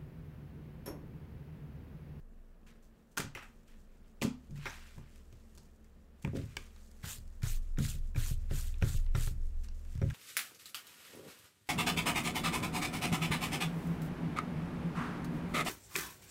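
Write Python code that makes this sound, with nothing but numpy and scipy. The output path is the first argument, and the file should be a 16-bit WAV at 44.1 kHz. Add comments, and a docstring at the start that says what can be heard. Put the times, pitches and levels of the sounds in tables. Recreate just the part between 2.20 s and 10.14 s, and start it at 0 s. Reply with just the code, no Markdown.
"""A faint fan hum and the soft rustle of gloves come first; then plastic card holders clack on a desk.
The stiff holders ring as they are knocked together and stacked, and a small room echoes each clack.
A card leaves its sleeve with a short rising zip. Later the holders are laid down one by one and slid
aside, hissing on a cloth mat. Blows thump the desk top, and the whole desk sways on its legs with a
deep rumble. Everything is heard up close, through a microphone standing on the desk."""
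import sys
import numpy as np
from scipy import signal
from scipy.fft import rfft, irfft, next_fast_len
from scipy.io import wavfile
from scipy.ndimage import uniform_filter1d, map_coordinates

SR = 44100
rng = np.random.default_rng(int(sys.argv[2]) if len(sys.argv) > 2 else 0)


def log_audio(samples):
    """Write samples as a 16-bit WAV file to the path given in sys.argv[1]."""
    # one column per channel
    frames = np.atleast_2d(samples).T
    # limit to full scale, then quantise
    limited = np.clip(frames, -1, 1)
    pcm = np.round(limited * 32767).astype(np.int16)
    wavfile.write(sys.argv[1], SR, pcm)


N = 350133

# Tone of the room's air noise: pitch_hz, level_db
AIR_TONE = [(21, -38), (35, -12.5), (77, -14), (95, -24), (227, -15), (258, -25), (454, -25.5), (930, -38),
            (1270, -37), (1370, -40.5), (1810, -40.5), (2400, -66), (16000, -54)]
# Steady rubbing of gloves and sleeves: time_s, fine_db, dull_db
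RUSTLE_LEVELS = [(0.0, -90.5, -83.5), (0.99, -85, -82), (1.3, -82, -78.5), (1.9, -82, -80),
                 (2.33, -79, -78), (2.44, -64, -56), (2.6, -66, -60), (2.75, -71, -68), (2.85, -78, -72),
                 (3.45, -76.5, -80), (3.7, -85, -82.5), (3.98, -83.5, -79), (4.2, -70, -67.5),
                 (4.6, -73, -78), (5.2, -76.5, -79), (6.0, -75.5, -78), (6.4, -72, -72.5),
                 (7.25, -75, -76.5), (7.54, -76.5, -78.5), (7.94, -67, -63.5)]
# Soft scuffs of a glove or sleeve: start_s, fade_s, fine_db, dull_db
# (every fade_s is the time a sound takes to drop by 60 dB)
SCUFFS = [(0.463, 0.23, -67.5, -58.5), (0.622, 0.18, -68.5, -99), (0.913, 0.069, -71, -87),
          (1.15, 0.38, -60, -60), (1.22, 0.13, -67, -65), (1.47, 0.44, -77, -72.5),
          (2.355, 0.095, -56.5, -55), (2.455, 0.31, -60, -65), (3.35, 0.095, -66, -87),
          (4.018, 0.23, -66, -70), (4.15, 0.18, -64, -53.5), (4.38, 0.67, -70, -70),
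          (5.42, 0.073, -59.5, -78), (6.52, 0.22, -79, -91), (7.433, 0.1, -58, -61)]
# Tone of the fine rustle of soft plastic sleeves: pitch_hz, level_db
FINE_RUSTLE_TONE = [(1760, -29), (3000, -8), (5000, -5), (7500, -2), (10000, -9), (13500, -10),
                    (15800, -15)]
# Tone of the dull rustle: pitch_hz, level_db
DULL_RUSTLE_TONE = [(400, -50), (700, -13), (1050, -3.5), (1300, -1.5), (1840, 0.5), (2700, -1),
                    (3700, -6.5), (6000, -14), (10000, -82)]
# The rising note of a card leaving its sleeve: time_s, pitch_hz, level_db
ZIP_PATH = [(2.39, 2100, -75), (2.43, 3190, -62), (2.47, 5160, -59), (2.505, 6300, -57), (2.53, 7000, -78)]
# Pushes that set the desk swaying: start_s, rocking_db, shaking_db
DESK_PUSHES = [(0.0, -51, -69.5), (0.3, -56.5, -78), (0.72, -74, -78), (0.97, -57, -75), (1.5, -55, -68.5),
               (2.02, -61, -58.5), (2.3, -51.5, -58), (4.05, -59, -57), (4.36, -53, -57.5),
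               (4.981, -46.5, -54), (5.241, -33, -49.5), (5.6, -41, -45), (5.75, -35.5, -46.5),
               (5.98, -33.5, -43.5), (6.32, -34, -43), (6.76, -29, -42.5), (6.97, -33.5, -43.5),
               (7.45, -41, -48), (7.76, -46, -43.5)]
# A holder slides over the mat: start_s, length_s, level_db
SLIDES = [(4.824, 0.17, -45.5), (5.216, 0.17, -47), (5.574, 0.22, -47), (5.948, 0.22, -46),
          (6.29, 0.24, -48.5), (6.607, 0.22, -48), (6.94, 0.19, -47.5)]
# Tone of a slide's bright hiss: pitch_hz, level_db
HISS_TONE = [(1500, -34), (2500, -4), (4400, -4.5), (5300, -6), (6800, -1), (7700, -1), (11300, -8),
             (13600, -5), (14700, -10), (15800, -13)]
# Tone of a slide's main scrape: pitch_hz, level_db
SCRAPE_TONE = [(900, -5), (1500, 1.5), (2000, 1), (2700, -8.5), (3700, -2.5), (6000, -13), (10000, -55)]
# Tone of the shorter scrape at the start of a slide: pitch_hz, level_db
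SHORT_SCRAPE_TONE = [(500, -43), (900, -16.5), (1400, -5.5), (1900, 10.5), (3000, 1)]
# Notes the desk top rings at with no hand on it: pitch_hz, level_db, fade_s
DESK_NOTES = [(87.86, -3, 1), (98, 7.5, 0.14), (111.7, 3, 0.4), (126.5, 8.5, 0.075), (144, 2, 0.49),
              (162, 3, 0.14), (188.1, 2, 0.2), (220.8, -2, 0.36), (251.3, -3, 0.48), (279, 1, 0.33),
              (356.2, 2.5, 0.25), (395, 9, 0.12), (449.5, -3.5, 0.29), (542.5, 3, 0.16), (655, -3.5, 0.14)]
# Blows on the desk top: start_s, level_db, pitch_hz, hardness_db
THUMPS = [(0.501, -67, 128, -4), (0.974, -40.5, 204, -4), (0.995, -33.5, 169, -3.5),
          (1.039, -34.5, 151, -14), (1.156, -45.5, 137, 5.5), (2.019, -27, 212, -6.5),
          (2.049, -25, 193, -10), (2.296, -39.5, 154, -20), (2.325, -44, 143, -29), (2.351, -42, 144, -23),
          (2.386, -44.5, 142, -17), (2.458, -43.5, 84, 3), (2.777, -44.5, 127, -10), (3.126, -50.5, 85, -9),
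          (3.375, -54, 137, -5), (4.043, -38, 140, -29), (4.049, -28.5, 173, -12.5), (4.073, -30, 98, -19),
          (4.134, -32, 208, -10), (4.151, -34, 103, 2), (4.173, -32.5, 122, -9), (4.194, -37.5, 95.6, -4.5),
          (4.238, -37.5, 139, -15.5), (4.367, -44, 107, -4.5), (4.839, -40, 113, -16.5),
          (4.869, -40, 101, -27), (4.979, -46, 90, -23), (5.233, -29.5, 105, -24), (5.583, -27.5, 184, -22),
          (5.605, -28.5, 118, -17.5), (5.642, -41, 96, -22), (5.744, -39, 140, -18), (5.956, -33, 146, -12),
          (5.975, -27.5, 113, -28), (6.111, -32.5, 100, -21.5), (6.312, -30, 133, -12.5),
          (6.359, -37, 87, -27), (6.46, -43.5, 86.1, -26), (6.623, -22.5, 104.5, -13.5),
          (6.743, -30.5, 85.5, -25.5), (6.948, -28.5, 115.6, -13), (6.976, -35.5, 86.1, -15),
          (7.072, -34, 89, -18), (7.109, -41, 140, -20), (7.754, -30, 104, -36), (7.816, -30, 133, -7),
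          (7.826, -30.5, 131, -8.5), (7.837, -26, 114, -16.5), (7.884, -37, 89, -23)]
# How long the room echoes, from low to high: pitch_hz, fade_s
ROOM_FADE = [(500, 0.46), (1500, 0.26), (4000, 0.28), (8000, 0.22), (15000, 0.15)]
# Tone of the treble in a plastic crack: pitch_hz, level_db
CRACK_TONE = [(500, -42), (2500, -1), (6500, 1), (10000, -5.5), (16000, -9.5)]
# Notes a stack of holders rings at: pitch_hz, width_hz, level_db
HOLDER_NOTES = [(914, 220, 9.5), (1225, 61, 12.5), (1405, 100, 2), (1615, 110, 7), (1822, 120, -9),
                (2156, 150, 3), (2310, 210, -3.5), (2610, 450, 3.5), (3150, 420, -26.5), (3820, 450, -1.5),
                (4800, 510, -34), (5650, 160, 3.5), (7750, 850, -9)]
# Holder edges knock together: start_s, level_db, pitch_hz, treble_db
CLACKS = [(0.97, -35, 1300, -11), (0.9744, -22.5, 1480, -11.5), (0.9801, -20, 1570, -10),
          (1.0019, -25.5, 1690, -11.5), (1.15, -35, 2170, -39), (1.1735, -35, 1470, -28),
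          (1.2253, -39.5, 1670, -19), (2.0149, -33, 2770, -16), (2.0204, -24.5, 2680, -13.5),
          (2.0271, -23.5, 1250, -12.5), (2.038, -29.5, 5900, 0), (2.3086, -51.5, 1360, -10.5),
          (2.4559, -31, 2070, -39), (2.4654, -33, 1850, -23), (2.781, -48.5, 1000, -21),
          (2.9592, -49.5, 1500, -3), (3.1261, -51.5, 2700, -9), (3.376, -45, 1000, -5),
          (3.381, -47.5, 5040, -11), (3.6445, -56, 1920, -8), (4.048, -30, 2100, -22.5),
          (4.0757, -41, 1220, -21), (4.16, -48, 1580, -23), (4.1692, -35.5, 2170, -11),
          (4.1892, -48, 1540, -18), (4.216, -47.5, 3320, -28), (4.368, -23.5, 2700, -14),
          (4.562, -50.5, 3640, -13), (4.715, -47.5, 7100, -6), (4.831, -50, 2190, -29),
          (4.8423, -39.5, 1640, -18), (5.0783, -49, 1280, -2), (5.2212, -40.5, 1730, -15),
          (5.232, -29, 2070, -13), (5.5734, -43, 1780, -28), (5.5868, -28, 1800, -14),
          (5.649, -36.5, 1980, -21), (5.947, -46, 1920, -25), (5.9611, -35.5, 1960, -18.5),
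          (6.309, -44, 2400, -23), (6.541, -48, 3000, -25), (6.6148, -46, 1420, -28),
          (6.6243, -28.5, 1600, -39), (6.864, -50, 3000, -31), (6.9494, -33.5, 1530, -23),
          (6.9529, -31, 1760, -30), (6.959, -37, 1580, -28), (7.0745, -41, 1600, -24.5),
          (7.4448, -48, 4500, -10), (7.486, -46, 4300, -23), (7.594, -51, 1630, -6),
          (7.6506, -50, 1580, -10), (7.7526, -44, 2360, -7), (7.777, -43, 1250, -11),
          (7.8162, -40.5, 1820, -33), (7.8247, -40.5, 2000, -26), (7.9013, -36.5, 1780, -17),
          (7.907, -38, 1700, -15)]

ROCK_HZ, LOW_ROCK_HZ, SHAKE_HZ = 26.5, 20, 68
SWAY_LOSS_DB_PER_S, SWAY_BUILD_S = (8, 3), 0.06  # the two losses: rocking, shaking
TICKS_PER_S, TICK_FADE_S = 18, 0.007
HAND_DAMPING = 0.71  # share of the desk's ring time left under a resting hand
STACK_NEAR_S = 4.0  # from here on the stack is gripped and close to the microphone
ROOM_FAR_DB, ROOM_NEAR_DB = -22.5, -32
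CHATTER_LOOSE, CHATTER_GRIPPED = 0.42, 0.22
TOP_HZ = 15740


def amp(db):
    """Turn decibels into a gain to multiply by."""
    return 10 ** (np.asarray(db) / 20)


def unit(x):
    """Scale x to an average power of 1."""
    return x / np.sqrt(np.mean(x ** 2) + 1e-20)


def along(points, hz):
    """Read a table of pitch_hz, value at any pitch, blending between its rows."""
    pitches, values = np.transpose(points)
    return np.interp(np.log(hz + 1), np.log(pitches + 1), values)


def curves(rows, outside=None):
    """Turn each column after the time into one value per sample."""
    times, *columns = np.transpose(rows)
    return [np.interp(np.arange(N) / SR, times, column, outside, outside) for column in columns]


def wobble(rate):
    """A smooth curve through `rate` random values a second."""
    return map_coordinates(rng.standard_normal(int(N * rate / SR) + 4), [np.arange(N) * rate / SR])


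def rough_noise(tone, grain_db, patchy_db):
    """Uneven noise, like the many tiny slips of rubbing, shaped by a tone table."""
    slips = rng.standard_normal(N) * amp(grain_db * wobble(700))
    bands = signal.stft(slips, nperseg=256)[2]
    patches = uniform_filter1d(uniform_filter1d(rng.standard_normal(bands.shape), 5, 0), 8, 1)
    slips = signal.istft(bands * amp(patchy_db * unit(patches)), nperseg=256)[1][:N]
    size = next_fast_len(N + 8192)
    gain = amp(along(tone, np.fft.rfftfreq(size, 1 / SR)))
    return unit(irfft(rfft(slips, size) * gain, size)[:N])


def air_and_fan():
    """Low air noise and the fuzzy note of a fan."""
    air = amp(-63) * rough_noise(AIR_TONE, grain_db=0.5, patchy_db=0.5)
    fan = amp(-70 + 1.8 * wobble(14)) * np.sin(2 * np.pi * 225 * np.arange(N) / SR + 0.7 * wobble(10))
    return air + fan


def rustle():
    """Gloves and sleeves rub faintly and flare up in each scuff; creases tick as they give way."""
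    fine, dull = amp(curves(RUSTLE_LEVELS))
    for start_s, fade_s, fine_db, dull_db in SCUFFS:
        age_s = np.clip(np.arange(N) / SR - start_s, 0, None)
        flare = (1 - np.exp(-age_s / 0.0073)) * amp(-60 * age_s / fade_s)
        fine += amp(fine_db) * flare
        dull += amp(dull_db) * flare
    ticks = (rng.random(N) < TICKS_PER_S / SR) * amp(4 + 5 * rng.standard_normal(N))
    tick_fade = amp(-60 * np.arange(SR // 20) / SR / TICK_FADE_S)
    creases = 1 + signal.fftconvolve(ticks, tick_fade)[:N]
    fine *= amp(2.4 * wobble(18)) * creases * rough_noise(FINE_RUSTLE_TONE, grain_db=2.5, patchy_db=0.8)
    dull *= amp(1.5 * wobble(15)) * rough_noise(DULL_RUSTLE_TONE, grain_db=2, patchy_db=1.2)
    return fine + dull


def card_zip():
    """A card rubs out of its sleeve; the air pocket shrinks, so its noisy note rises."""
    pitch_hz = curves(ZIP_PATH)[0]
    level_db = curves(ZIP_PATH, outside=-200)[1]
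    return amp(level_db) * wobble(500) * np.sin(2 * np.pi * np.cumsum(pitch_hz) / SR)


def desk_sway():
    """Each push sets the whole desk rocking and shaking: deep, wavering notes that slowly sink."""
    t = np.arange(N) / SR
    start_s, *push_db = np.transpose(DESK_PUSHES)
    latest = np.clip(np.searchsorted(start_s, t, "right") - 1, 0, None)
    age_s = t - start_s[latest]
    rock, shake = [uniform_filter1d(amp(db[latest] - loss * age_s), int(SWAY_BUILD_S * SR))
                   for db, loss in zip(push_db, SWAY_LOSS_DB_PER_S)]
    note = lambda hz: np.sqrt(2) * np.sin(2 * np.pi * hz * t + 0.86 * wobble(5))
    low_rock = amp(-9.5 + 3 * wobble(1.505)) * note(LOW_ROCK_HZ)  # throbs against the rocking note
    return rock * (note(ROCK_HZ) + low_rock) + shake * note(SHAKE_HZ)


def holder_slides():
    """Plastic on cloth: a hiss that grows with the hand's speed, and two scrapes early in the stroke."""
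    hiss, scrape, short_scrape = np.zeros((3, N))
    for start_s, length_s, level_db in SLIDES:
        progress = np.clip((np.arange(N) / SR - start_s) / length_s, 0, 1)
        speed = np.abs(np.sin(np.pi * progress ** 0.72)) * (progress < 1)  # quick start, slower stop
        loudness = speed ** 1.55
        hiss += amp(level_db) * loudness
        scrape += amp(level_db - 1.5 - 17.5 * progress) * np.sqrt(loudness)
        short_scrape += amp(level_db - 10.5 - 26.5 * progress) * np.sqrt(loudness)
    linger = np.exp(-1 / (0.0092 * SR))  # the sound hangs briefly in the room
    hiss, scrape = np.sqrt(signal.lfilter([1 - linger], [1, -linger], np.array([hiss, scrape]) ** 2))
    hiss *= amp(1.5 * wobble(40)) * rough_noise(HISS_TONE, grain_db=2.6, patchy_db=2)
    scrape *= rough_noise(SCRAPE_TONE, grain_db=2.4, patchy_db=2.4)
    short_scrape *= rough_noise(SHORT_SCRAPE_TONE, grain_db=2, patchy_db=2)
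    return hiss + scrape + short_scrape


def desk_thumps():
    """A blow rings the desk notes near its pitch; a hard one also reaches the higher notes."""
    out, t = np.zeros(N + SR), np.arange(SR * 3 // 4) / SR
    hz, note_db, fade_s = np.transpose(DESK_NOTES)[:, :, None]
    fade_db = -60 * t / (fade_s * HAND_DAMPING)
    build_up = 1 - np.exp(-t * hz / 0.42)  # takes about one cycle
    for start_s, level_db, pitch_hz, hardness_db in THUMPS:
        level_jitter, phase_jitter = rng.standard_normal((2, len(DESK_NOTES), 1))
        share = amp(hardness_db - 4) * (hz > 200) + np.exp(-(np.log2(hz / pitch_hz) / 0.5) ** 2)
        waves = np.sin(2 * np.pi * hz * t + 0.82 * phase_jitter)
        ring = (share * amp(note_db + 2.1 * level_jitter + fade_db) * waves * build_up).sum(0)
        out[round(start_s * SR):][:len(t)] += amp(level_db + 1) * ring / np.sqrt(np.sum(share ** 2))
    return out[:N]


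def room_echo(size):
    """The small room's answer to a clack: noise whose high pitches die sooner than its low ones."""
    hz, t, bands = signal.stft(rng.standard_normal(size), SR, nperseg=128)
    fade = amp(-60 * t / along(ROOM_FADE, hz)[:, None])
    echo = signal.istft(bands * fade, SR, nperseg=128)[1][:size]
    return echo * (1 - np.exp(-np.arange(size) / SR / 0.0016))


def holder_clacks():
    """Edges hit and chatter; the short crack rings the holder notes near its pitch, and the room echoes."""
    out, size = np.zeros(N + SR), SR // 2
    t, hz = np.arange(size) / SR, np.fft.rfftfreq(size, 1 / SR)
    note_hz, width_hz, note_db = np.transpose(HOLDER_NOTES)[:, :, None]
    notes = amp(note_db) * 1j * hz * width_hz / (note_hz ** 2 - hz ** 2 + 1j * hz * width_hz)
    notes *= (-1) ** np.arange(len(HOLDER_NOTES))[:, None]  # neighbours swing opposite ways
    lead = 64  # samples of space ahead of the hit
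    for start_s, level_db, pitch_hz, treble_db in CLACKS:
        far = start_s < STACK_NEAR_S
        share = 0.17 + np.exp(-(np.log2(note_hz / pitch_hz) / 0.38) ** 2)
        ring = (share * amp(rng.normal(0, 2.43, share.shape)) * notes).sum(0)
        damped_face = 0.79 * (1j * hz * pitch_hz / (pitch_hz ** 2 - hz ** 2 + 1.5j * hz * pitch_hz)) ** 2
        treble = amp(treble_db + along(CRACK_TONE, hz))
        tone = ring / np.abs(ring).max() + damped_face + treble
        chatter = CHATTER_LOOSE if far else CHATTER_GRIPPED
        crack = chatter * amp(-60 * t / 0.013) * rng.standard_normal(size)
        crack[0] = 1  # the first contact
        direct_tone = tone - 0.3 * treble  # some treble arrives only as echo
        direct = irfft(rfft(np.roll(crack, lead)) * direct_tone, size)
        echo = irfft(rfft(np.roll(room_echo(size), lead)) * tone, size)
        # A clack turned away from the microphone has less treble and more echo.
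        room_db = (ROOM_FAR_DB if far else ROOM_NEAR_DB) - 0.32 * treble_db
        clack = direct / np.abs(direct).max() + amp(room_db) * echo / np.sqrt(np.mean(np.abs(tone) ** 2))
        out[round(start_s * SR) - lead:][:size] += amp(level_db) * clack
    return out[:N]


def scene():
    """Add all the sounds into one channel."""
    handling = holder_clacks() + desk_thumps() + desk_sway() + holder_slides() + card_zip() + rustle()
    return (handling + air_and_fan())[None]


def record(dry):
    """Cut away everything above TOP_HZ."""
    size = next_fast_len(N + 8192)
    return irfft(rfft(dry, size) * (np.fft.rfftfreq(size, 1 / SR) < TOP_HZ), size)[:, :N]


dry = scene()
out = record(dry)
log_audio(out)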